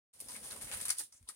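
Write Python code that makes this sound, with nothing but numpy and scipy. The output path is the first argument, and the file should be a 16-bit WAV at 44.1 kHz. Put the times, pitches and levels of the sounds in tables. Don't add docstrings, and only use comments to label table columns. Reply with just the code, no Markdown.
import sys
import numpy as np
from scipy import signal
from scipy.fft import rfft, irfft
from scipy.io import wavfile
from scipy.ndimage import uniform_filter1d, map_coordinates

SR = 44100
rng = np.random.default_rng(int(sys.argv[2]) if len(sys.argv) > 2 else 0)


def undo_db(level):
    steps = np.asarray(level, float) / 20
    return 10 ** steps


def bounce(signal):
    frames = np.transpose(np.atleast_2d(signal))
    limited = np.clip(frames, -1, 1)
    pcm = np.round(limited * 32767).astype(np.int16)
    wavfile.write(sys.argv[1], SR, pcm)


N = 59535
T = np.arange(N) / SR


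def unit(x):
    return x / np.sqrt(np.mean(x ** 2))


def colour(x, curve):
    hz, db = np.array(curve, float).T
    log_bins = np.log(np.maximum(np.arange(2049) * SR / 4096, 5))
    log_points = np.log(np.r_[hz[0] / 3, hz])
    gain_db = np.interp(log_bins, log_points, np.r_[db[0] - 30, db])
    cepstrum = irfft(gain_db * np.log(10) / 20)
    cepstrum[1:2048] *= 2
    cepstrum[2049:] = 0
    impulse = irfft(np.exp(rfft(cepstrum)))
    return signal.fftconvolve(x, impulse[None], axes=1)[:, :N]


def walk(rate_hz):
    hold = int(SR / rate_hz)
    steps = np.repeat(rng.standard_normal(N // hold + 1), hold)
    return unit(uniform_filter1d(steps, hold)[:N])


def sides(db):
    return undo_db(np.array([db, -db]) / 2)


def pair(alike):
    noise = rng.standard_normal((3, N))
    return np.sqrt(alike) * noise[0] + np.sqrt(1 - alike) * noise[1:]


# freq_hz, gain_db
HUSH_CURVE = [(200, -4.5), (700, -13.5), (1500, -9), (4500, -10.5), (9000, -11), (13000, -19.5),
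              (16000, -13)]


def hush():
    hush_db = -77
    return undo_db(hush_db) * unit(colour(pair(0.067), HUSH_CURVE))


# time_s, load_db, creak_db over the load
LOAD = [(.13, -85.5, -2.5), (.23, -68.5, 0.5), (.5, -63.5, 2), (.6, -65, 1.5), (.74, -62, 2),
        (0.886, -66, 2.5), (.93, -73.5, -4.5), (1.05, -79, -6), (1.11, -90, 4), (1.26, -80, -11),
        (1.29, -73.5, -4.5), (1.35, -89, 8.5)]
# freq_hz, gain_db
RUMBLE_CURVE = [(25, -23), (50, 5.5), (100, 11.5), (150, -2.5), (260, -17)]
# freq_hz, gain_db
CREAK_CURVE = [(120, -9.5), (220, 1.5), (350, -6), (520, 0.5), (950, -11), (1600, -32)]


def basket():
    time_s, load_db, creak_db = np.array(LOAD).T
    load_db = np.interp(T, time_s, load_db)
    creak_db = load_db + np.interp(T, time_s, creak_db)
    rumble = unit(colour(pair(0.77), RUMBLE_CURVE)) * undo_db(load_db + 1.6 * walk(30.2))
    creak = unit(colour(pair(0.85), CREAK_CURVE)) * undo_db(creak_db + 2.4 * walk(61.54))
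    return rumble + creak


# start_s, peak_db, pitch_hz, decay_cycles
PAW_THUDS = [
    (0.6405, -46.5, 110, 1.3),
    (1.145, -73, 70, 1.3),
    (.18, -70, 120, 1.4),
    (.655, -57, 50, 1.6),
    (0.752, -54, 69, 1.1),
    (1.2095, -57, 92, 1.5),
    (1.2295, -59, 62, 1.7),
    (0.26, -65.5, 55, 2.7),
    (1.029, -68, 99, 0.7),
]


def thuds():
    rise_cycles = 0.3
    out = 0
    for start_s, peak_db, pitch_hz, cycles in PAW_THUDS:
        phase = np.clip((T - start_s) * pitch_hz, 0, None)
        shape = np.exp(-(phase / cycles) ** 2) * np.clip(phase / rise_cycles, 0, 1)
        out = out - undo_db(peak_db) * np.sin(2 * np.pi * phase) * shape
    return out


# start_s, level_db, pitch_hz, length_s
PAPER_RINGS = [(.2022, -52, 2800, 0.001), (0.282, -57, 930, 0.027), (0.203, -47, 12100, 0.0064),
               (1.209, -69, 253, .01), (0.283, -51.5, 5200, 0.013), (.3512, -44, 2220, 0.0027),
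               (0.3584, -50, 2300, 0.005), (.5088, -45, 4220, 0.0065), (.512, -55, 1400, 0.017),
               (0.561, -52, 1160, 0.0079), (0.715, -53.5, 2640, 0.026), (0.893, -42.5, 2080, 0.0095),
               (0.896, -48.5, 1310, 0.013), (0.899, -50, 1730, 0.021), (0.901, -33, 4930, 0.0036),
               (0.87, -56, 1690, 0.0091), (.77, -51, 12000, .012), (.718, -48, 4070, 0.023),
               (.224, -63.5, 610, 0.0068), (.325, -62.5, 210, .025), (1.001, -50.5, 2140, 0.0064),
               (.722, -62, 546, 0.0205), (.44, -59, 1115, 0.019), (.967, -56, 5400, 0.014),
               (.3305, -52, 6100, .003), (.509, -53, 6100, .008), (0.993, -59, 480, 0.017),
               (0.998, -62, 310, 0.012), (0.999, -54.5, 914, 0.011), (.998, -50, 1720, 0.012),
               (1.122, -58, 5800, 0.01), (1.124, -66.5, 1150, 0.005), (1.13, -65, 6750, 0.025),
               (1.159, -65.5, 6700, 0.025), (1.274, -59, 3700, 0.012), (1.263, -69, 970, 0.037),
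               (1.287, -54, 1250, 0.014), (1.288, -60, 1800, 0.014), (1.28, -69.5, 335, 0.012)]


def rings():
    resonance_q = 3
    out = 0
    for start_s, level_db, pitch_hz, length_s in PAPER_RINGS:
        p = np.clip((T - start_s) / length_s, 0, None)
        shape = (1 - np.exp(-6 * p)) * np.exp(-p ** 2)
        b, a = signal.iirpeak(pitch_hz, resonance_q, fs=SR)
        ring = signal.lfilter(b, a, pair(0.62) * shape)
        ring = signal.lfilter(b, a, ring)
        energy = np.sum(ring ** 2, axis=1, keepdims=True)
        out = out + ring * undo_db(level_db) * np.sqrt(np.sum(shape ** 2) / energy)
    return out


# start_s, level_db, length_s, flap_db of the whole sheet, left_right_db
DRAGS = [(0.134, -62.5, 0.18, -12, -2), (0.193, -61.5, 0.031, -14, -7), (.22, -58.5, 0.089, -13, 2),
         (0.283, -49, 0.065, -11, 1.5), (0.35, -54.5, 0.11, -11.5, .5), (0.351, -50.5, 0.0098, -3.5, -3),
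         (0.427, -48.5, 0.064, -12, -0.5), (0.502, -47.5, .026, -8, -1), (0.527, -54.5, 0.086, -8, -1.5),
         (0.6104, -48, 0.042, -8.5, -1), (0.669, -51, 0.086, -5.5, -0.5), (0.7163, -46, 0.029, -4, -2),
         (0.758, -47, 0.046, -8, 1.5), (0.807, -46, 0.032, -10, 0.5), (0.848, -48, 0.036, -7, 0),
         (0.878, -50, 0.014, -14, 4), (0.897, -48, 0.031, -11, 3.5), (0.935, -57.5, 0.052, -8.5, -4.5),
         (0.965, -53, .015, -15, -1), (0.977, -44.5, 0.034, -26, -0.5), (1.02, -53, 0.024, -22, -2.5),
         (1.044, -63, 0.022, -22, 2), (1.12, -68.5, 0.054, -10, 3), (1.275, -61, 0.013, -15, -2),
         (1.284, -50, 0.012, -18.5, -2.5), (1.31, -66, 0.041, -11, 2.5)]


def rustle():
    grip_s, let_go_s = 0.0026, 0.014
    cracks_per_s, scatter_db, loudest = 2500, 1.5, 3.5
    rustle_db, slide_db, swell_db, wander_db = -5, 1, 1.0, 7.5
    crisp, dull = 0, 0
    for start_s, level_db, length_s, flap_db, side_db in DRAGS:
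        grip = np.clip((T - start_s) / grip_s, 0, 1)
        let_go = np.exp(-np.clip(T - start_s - length_s, 0, None) / let_go_s)
        power = (grip * let_go * undo_db(level_db) * sides(side_db)[:, None]) ** 2
        crisp = crisp + power
        dull = dull + power * undo_db(2 * flap_db)
    size = undo_db(scatter_db * np.minimum(rng.exponential(size=N), loudest))
    cracks = (rng.random(N) < cracks_per_s / SR) * rng.uniform(-0.88, 1, N) * size
    swarm = unit(cracks) * sides(wander_db * walk(300))
    swarm = swarm + undo_db(slide_db) * pair(0.033)
    swarm = swarm * undo_db(rustle_db + swell_db * walk(120))
    return swarm * np.sqrt(crisp), swarm * np.sqrt(dull) * undo_db(11)


BUCKLE_TIMES = [.2023, .2073, .2115, .2835, .3635, .472, .4895, .509, .6148, .6218, .6268, .7143, .7355,
                .7465, .8118, .8532, .858, .8823, .8915, .9015, .9058, .912, .921, .9838, .9915, .9965,
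                1.015, 1.124, 1.2273, 1.2885, .2034, .6125, .6305, .6345, .6445, .772, .8165, .821, .863,
                .8865, .903, .9145, .918, .9865, .9935, .9995, 1.002, 1.0355, .308, 1.2985, .4625]
# peak_db, spray_length_s, left_right_db
BUCKLES = [(-28, 0.0005, 0), (-34.5, 0.0007, -8), (-34.5, 0.0013, 8), (-40, 0.0019, 0), (-34, 0.0026, 4.5),
           (-38, 0.0013, -1), (-45, 0.00079, -3), (-33, 0.001, -12), (-34, 0.00067, -2), (-30, 0.00081, -7),
           (-31, 0.00064, 17), (-29, 0.001, 20), (-30.5, 0.0026, 5), (-28.5, 0.002, -10),
           (-27.5, 0.0032, 2), (-21.5, 0.002, 0.5), (-27.5, 0.0011, 2), (-25, 0.0024, 3),
           (-21, 0.0033, 2.5), (-20.5, 0.0018, 4), (-12, 0.0014, 0.5), (-27, 0.0013, 0), (-34, .0015, -2),
           (-26.5, 0.0021, -0.5), (-23, 0.00079, -4), (-24, 0.00065, -7), (-30.5, 0.00075, -5),
           (-46, 0.0027, -4), (-51, 0.0015, 0), (-31, 0.0034, 8.5), (-30, 0.00065, 1), (-36, 0.0018, 7),
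           (-34, 0.00093, 0), (-32, 0.0011, 7), (-32, .001, 0), (-34.5, 0.0018, 0), (-33, .001, 0),
           (-30, .001, 4), (-29, .0015, 0), (-35, .001, -6), (-16, 0.0018, 4), (-24, 0.0009, 0),
           (-30, 0.0012, -1), (-26, 0.0013, -3), (-22, .001, -1), (-25, 0.0011, 2), (-27, .001, -5),
           (-33.5, 0.00085, 2), (-34, .0008, 0), (-36, .0008, 3), (-36, 0.00074, 2)]
# top_octave_db, flap_db of the sheet
BUCKLE_TONES = [(3, -2), (0, -7), (8, -8), (2, 1.5), (-7, -3), (5, -3), (5, -3), (-5, -4), (-2, -2), (0, 0),
                (-3, -3), (-11, 5), (-4, -9.5), (-8, -4.5), (0, -2), (0, -2), (-4, -6), (1, -0.5),
                (-12, -4), (-5, -4.5), (-11, -6.5), (-9, -1), (-6, 0), (1, -8.5), (4, -5), (-5, -3),
                (-5, -2), (-8, 1), (-3, 4), (-14, -3.5), (-4, -9), (-4, 4.5), (-1, -5), (-3, -7), (-3, -11),
                (5, 0), (-2, -7), (3, -3), (-3, -1), (-2, -5), (-16, -7), (-6, -5), (-4, -5), (-2, -6),
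                (-2, -5), (0, -1.5), (-4, -6), (-3, -5), (2, -2), (0, -5), (3, -9)]


def snaps():
    snap_db, rise_s, top_octave_hz = -11, 0.00048, 10950
    first_crack = 5
    t = T[:3000]
    crack = np.zeros((2, N + len(t)))
    flap = np.zeros((2, N + len(t)))
    low = signal.butter(4, top_octave_hz, "low", fs=SR, output="sos")
    high = signal.butter(4, top_octave_hz, "high", fs=SR, output="sos")
    for start_s, (peak_db, spray_s, side_db), (air_db, flap_db) in zip(BUCKLE_TIMES, BUCKLES, BUCKLE_TONES):
        spray = rng.standard_normal((3, len(t)))
        spray[0, 16] += first_crack * np.sign(spray[0, 16])
        decay = np.exp(-t / max(spray_s, 3e-4)) + 0.41 * np.exp(-t / 0.00095)
        shape = decay * (1 - np.exp(-t / rise_s))
        burst = (spray[0] + 1.13 * spray[1:]) * shape
        burst = burst * undo_db(peak_db + snap_db) * sides(side_db)[:, None]
        i = int(start_s * SR)
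        crack[:, i:i + len(t)] += signal.sosfilt(low, burst) + undo_db(air_db) * signal.sosfilt(high, burst)
        flap[:, i:i + len(t)] += burst * undo_db(flap_db)
    return crack[:, :N], flap[:, :N]


# freq_hz, gain_db
CRACK_CURVE = [(1500, -23.5), (3000, -4), (5000, -1), (7000, -3), (9000, -2.5), (11000, -2.5), (13000, -6),
               (16000, -10.5)]
# freq_hz, gain_db
FLAP_CURVE = [(500, -22), (800, -6.5), (1200, -3.5), (2000, -0.5), (3200, -4), (6000, -41.5)]


def paper():
    right_late_s = 0.00013
    rustle_crisp, rustle_flap = rustle()
    snap_crisp, snap_flap = snaps()
    crisp = colour(rustle_crisp + snap_crisp, CRACK_CURVE)
    flap = colour(rustle_flap + snap_flap, FLAP_CURVE)
    left, right = crisp + flap + rings()
    right = map_coordinates(right, [(T - right_late_s) * SR], mode="nearest")
    return np.array([left, right])


def room(x):
    t60_s, tail_db = 0.11, -4
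    t = T[:SR // 4]
    tail = rng.standard_normal((2, len(t))) * np.exp(-np.log(1000) * t / t60_s) * (t > 0.002)
    tail = tail / np.sqrt(np.sum(tail ** 2, axis=1, keepdims=True))
    return x + undo_db(tail_db) * signal.fftconvolve(x, tail, axes=1)[:, :N]


def scene():
    return room(paper()) + basket() + thuds() + hush()


def top_cut(x):
    return signal.sosfilt(signal.butter(12, 16080, fs=SR, output="sos"), x)


def record(dry):
    port_hz, port_width_hz, port_db = 9400, 980, 13
    start_s, fade_s, top_hz = 0.1298, 0.0015, 15950
    b, a = signal.iirpeak(port_hz, port_hz / port_width_hz, fs=SR)
    whistle = signal.lfilter(b, a, dry)
    fade = np.clip((T - start_s) / fade_s, 0, 1)
    mix = (dry + undo_db(port_db) * whistle) * fade
    lowpass = signal.ellip(12, 0.2, 80, top_hz, fs=SR, output="sos")
    mix = signal.sosfilt(lowpass, mix)
    return top_cut(mix)


dry = scene()
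out = record(dry)
bounce(out)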